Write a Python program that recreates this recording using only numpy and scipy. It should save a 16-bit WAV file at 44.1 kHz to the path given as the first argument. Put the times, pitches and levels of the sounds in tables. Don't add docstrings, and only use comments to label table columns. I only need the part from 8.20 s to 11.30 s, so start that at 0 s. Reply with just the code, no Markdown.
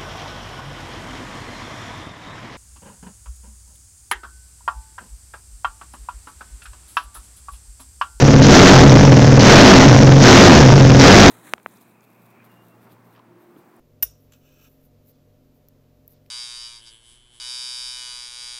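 import sys
import numpy as np
from scipy import signal
from scipy.fft import rfft, irfft
from scipy.io import wavfile

SR = 44100
rng = np.random.default_rng(int(sys.argv[2]) if len(sys.argv) > 2 else 0)


def file_out(sig):
    cols = np.atleast_2d(sig).T
    lim = np.clip(cols, -1, 1)
    pcm = np.round(lim * 32767).astype(np.int16)
    wavfile.write(sys.argv[1], SR, pcm)


N = 136710

# (time [s], firings [1/s])
FIRING_RATE = [(0.0, 17.6), (0.24, 17.95), (0.33, 40.3), (0.42, 48.38), (0.53, 47.35), (0.62, 37),
               (0.72, 31.8), (0.8, 24.8), (0.96, 19.7), (1.21, 19.66), (1.31, 39.8), (1.4, 57.9),
               (1.5, 49.8), (1.58, 42.6), (1.72, 29.7), (1.84, 21.6), (2.01, 23.3), (2.12, 43.36),
               (2.24, 48.7), (2.39, 36.6), (2.48, 31.4), (2.6, 21.5), (2.77, 19.8), (2.86, 41.5),
               (2.95, 55.0), (3.1, 43.3)]
# (opens [s], closes [s], exhaust boost [dB], gas boost [dB])
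THROTTLE_BLIPS = [(0.239, 0.504, 9, 17.5), (1.203, 1.5, 10.5, 22), (1.991, 2.269, 10.5, 21),
                  (2.765, 3.041, 12.5, 23)]
# (centre [Hz], width [Hz], level off throttle [dB], extra at full load [dB])
PIPE_MODES = [(136.6, 19.6, 2.5, -10.5), (209, 32.6, -3, -5.5), (266.6, 27.2, -3.5, -4.5),
              (376, 32, -16.5, 6), (469.7, 94, -22.5, 7.5), (621, 253, -18.5, 6.5), (1390, 900, -30, 10)]
# (frequency [Hz], relative density [dB])
GAS_SPECTRUM = [(30, -22.5), (100, -2), (250, 3.5), (550, -2.5), (900, -11.5), (1600, -9.5), (2600, -16.5),
                (4500, -18.5), (6500, -23.5), (9000, -23.5)]
# (frequency [Hz], relative density [dB])
VALVE_SPECTRUM = [(300, 8), (900, 4), (1700, -6.5), (2600, -6), (4300, -10), (5600, 2.5), (6600, -2),
                  (9000, -6)]
# (place in cycle [0-1], level [dB])
VALVE_KNOCKS = [(.14, -2), (0.421, -4.5), (0.621, -13), (.88, -10.5)]
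# (start [s], decay time [s], level [dB])
INTAKE_GASPS = [(0.224, .05, -14), (1.194, 0.043, -13), (2.016, 0.044, -11), (2.795, 0.039, -8)]
# (frequency [Hz], relative density [dB])
GASP_SPECTRUM = [(800, -9.5), (3500, -4), (6300, -1), (9000, -25)]

START_CYCLES = 0.58
OPEN_S, RELEASE_S = 0.096, 0.16
SCATTER_DB, JITTER_S = 2.5, 0.0005
EXHAUST_DB, INTAKE_DB, INTAKE_PLACE_CYCLES = 58.5, -9.5, 0.48
GAS_DB, PUFF_S, GAS_STEADY_GAIN = -8.5, 0.008, 0.33
VALVE_DB, VALVE_LOAD_DB, KNOCK_S, VALVE_STEADY_GAIN = -16.5, 15.5, 0.0041, 0.62
DRIVE_DB, CEILING = 6, 0.72
CONVERTER_HZ, LEAK_DB, KNEE_POWER, TOP_HZ = 7000, -31, 8.7, 15750


def exhaust(pulses, load):
    out = np.zeros(N)
    for centre_hz, width_hz, level_db, extra_db in PIPE_MODES:
        gain = undb(EXHAUST_DB + level_db + extra_db * load)
        out += resonate(pulses * gain, centre_hz, width_hz)
    return out


def gas(firings, boost_db):
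    flow = fade(firings, PUFF_S) + GAS_STEADY_GAIN
    return noise(GAS_SPECTRUM) * flow * undb(GAS_DB + boost_db)


def valves(turns, load):
    knocks = sum(undb(level_db) * strokes(turns, place) for place, level_db in VALVE_KNOCKS)
    envelope = fade(knocks, KNOCK_S) + VALVE_STEADY_GAIN
    return noise(VALVE_SPECTRUM) * envelope * undb(VALVE_DB + VALVE_LOAD_DB * load)


def gasps(t):
    level = np.zeros(N)
    for start_s, decay_s, level_db in INTAKE_GASPS:
        level += undb(level_db) * (t > start_s) * np.exp(-np.abs(t - start_s) / decay_s)
    return level * noise(GASP_SPECTRUM)


def throttle(t):
    controls = np.zeros((3, N))
    for opens_s, closes_s, exhaust_db, gas_db in THROTTLE_BLIPS:
        ramp = np.clip((t - opens_s) / OPEN_S, 0, 1)
        release = np.exp(-np.maximum(t - closes_s, 0) / RELEASE_S)
        controls += np.outer([1, exhaust_db, gas_db], ramp * release)
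    return controls


def strokes(turns, place):
    at = np.nonzero(np.diff(np.floor(turns - place)))[0]
    chance = rng.standard_normal((len(at), 2))
    shift = (JITTER_S * SR * chance[:, 0]).astype(int)
    out = np.zeros(N)
    out[np.clip(at + shift, 0, N - 1)] = undb(SCATTER_DB * chance[:, 1])
    return out


def resonate(x, centre_hz, width_hz):
    b, a = signal.iirpeak(centre_hz, centre_hz / width_hz, fs=SR)
    return signal.lfilter(b, a, x)


def fade(x, decay_s):
    return signal.lfilter([1], [1, -np.exp(-1 / (decay_s * SR))], x)


def noise(spectrum):
    hz, db = np.array(spectrum).T
    bin_hz = np.maximum(np.arange(N // 2 + 1) * SR / N, 1)
    gain = undb(np.interp(np.log(bin_hz), np.log(hz), db))
    shaped = irfft(rfft(rng.standard_normal(N)) * gain, N)
    return shaped / shaped.std()


def undb(db):
    return 10 ** (np.asarray(db) / 20)


def scene():
    t = np.arange(N) / SR
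    time_s, rate_hz = np.array(FIRING_RATE).T
    turns = START_CYCLES + np.cumsum(np.interp(t, time_s, rate_hz)) / SR
    load, exhaust_db, gas_db = throttle(t)
    firings = strokes(turns, 0)
    gulps = undb(INTAKE_DB) * strokes(turns, INTAKE_PLACE_CYCLES)
    pulses = (firings + gulps) * undb(exhaust_db)
    mix = exhaust(pulses, load) + gas(firings, gas_db) + valves(turns, load) + gasps(t)
    return mix[None]


def record(dry):
    squared = CEILING * np.tanh(undb(DRIVE_DB) * dry)
    dull = signal.sosfiltfilt(signal.butter(7, CONVERTER_HZ, fs=SR, output="sos"), squared)
    overshoot = np.abs(dull / (CEILING * 1.224))
    rounded = dull / (1 + overshoot ** KNEE_POWER) ** (1 / KNEE_POWER)
    out = rounded + undb(LEAK_DB) * (squared - dull)
    return signal.sosfilt(signal.ellip(10, 0.1, 80, TOP_HZ, fs=SR, output="sos"), out)


dry = scene()
out = record(dry)
file_out(out)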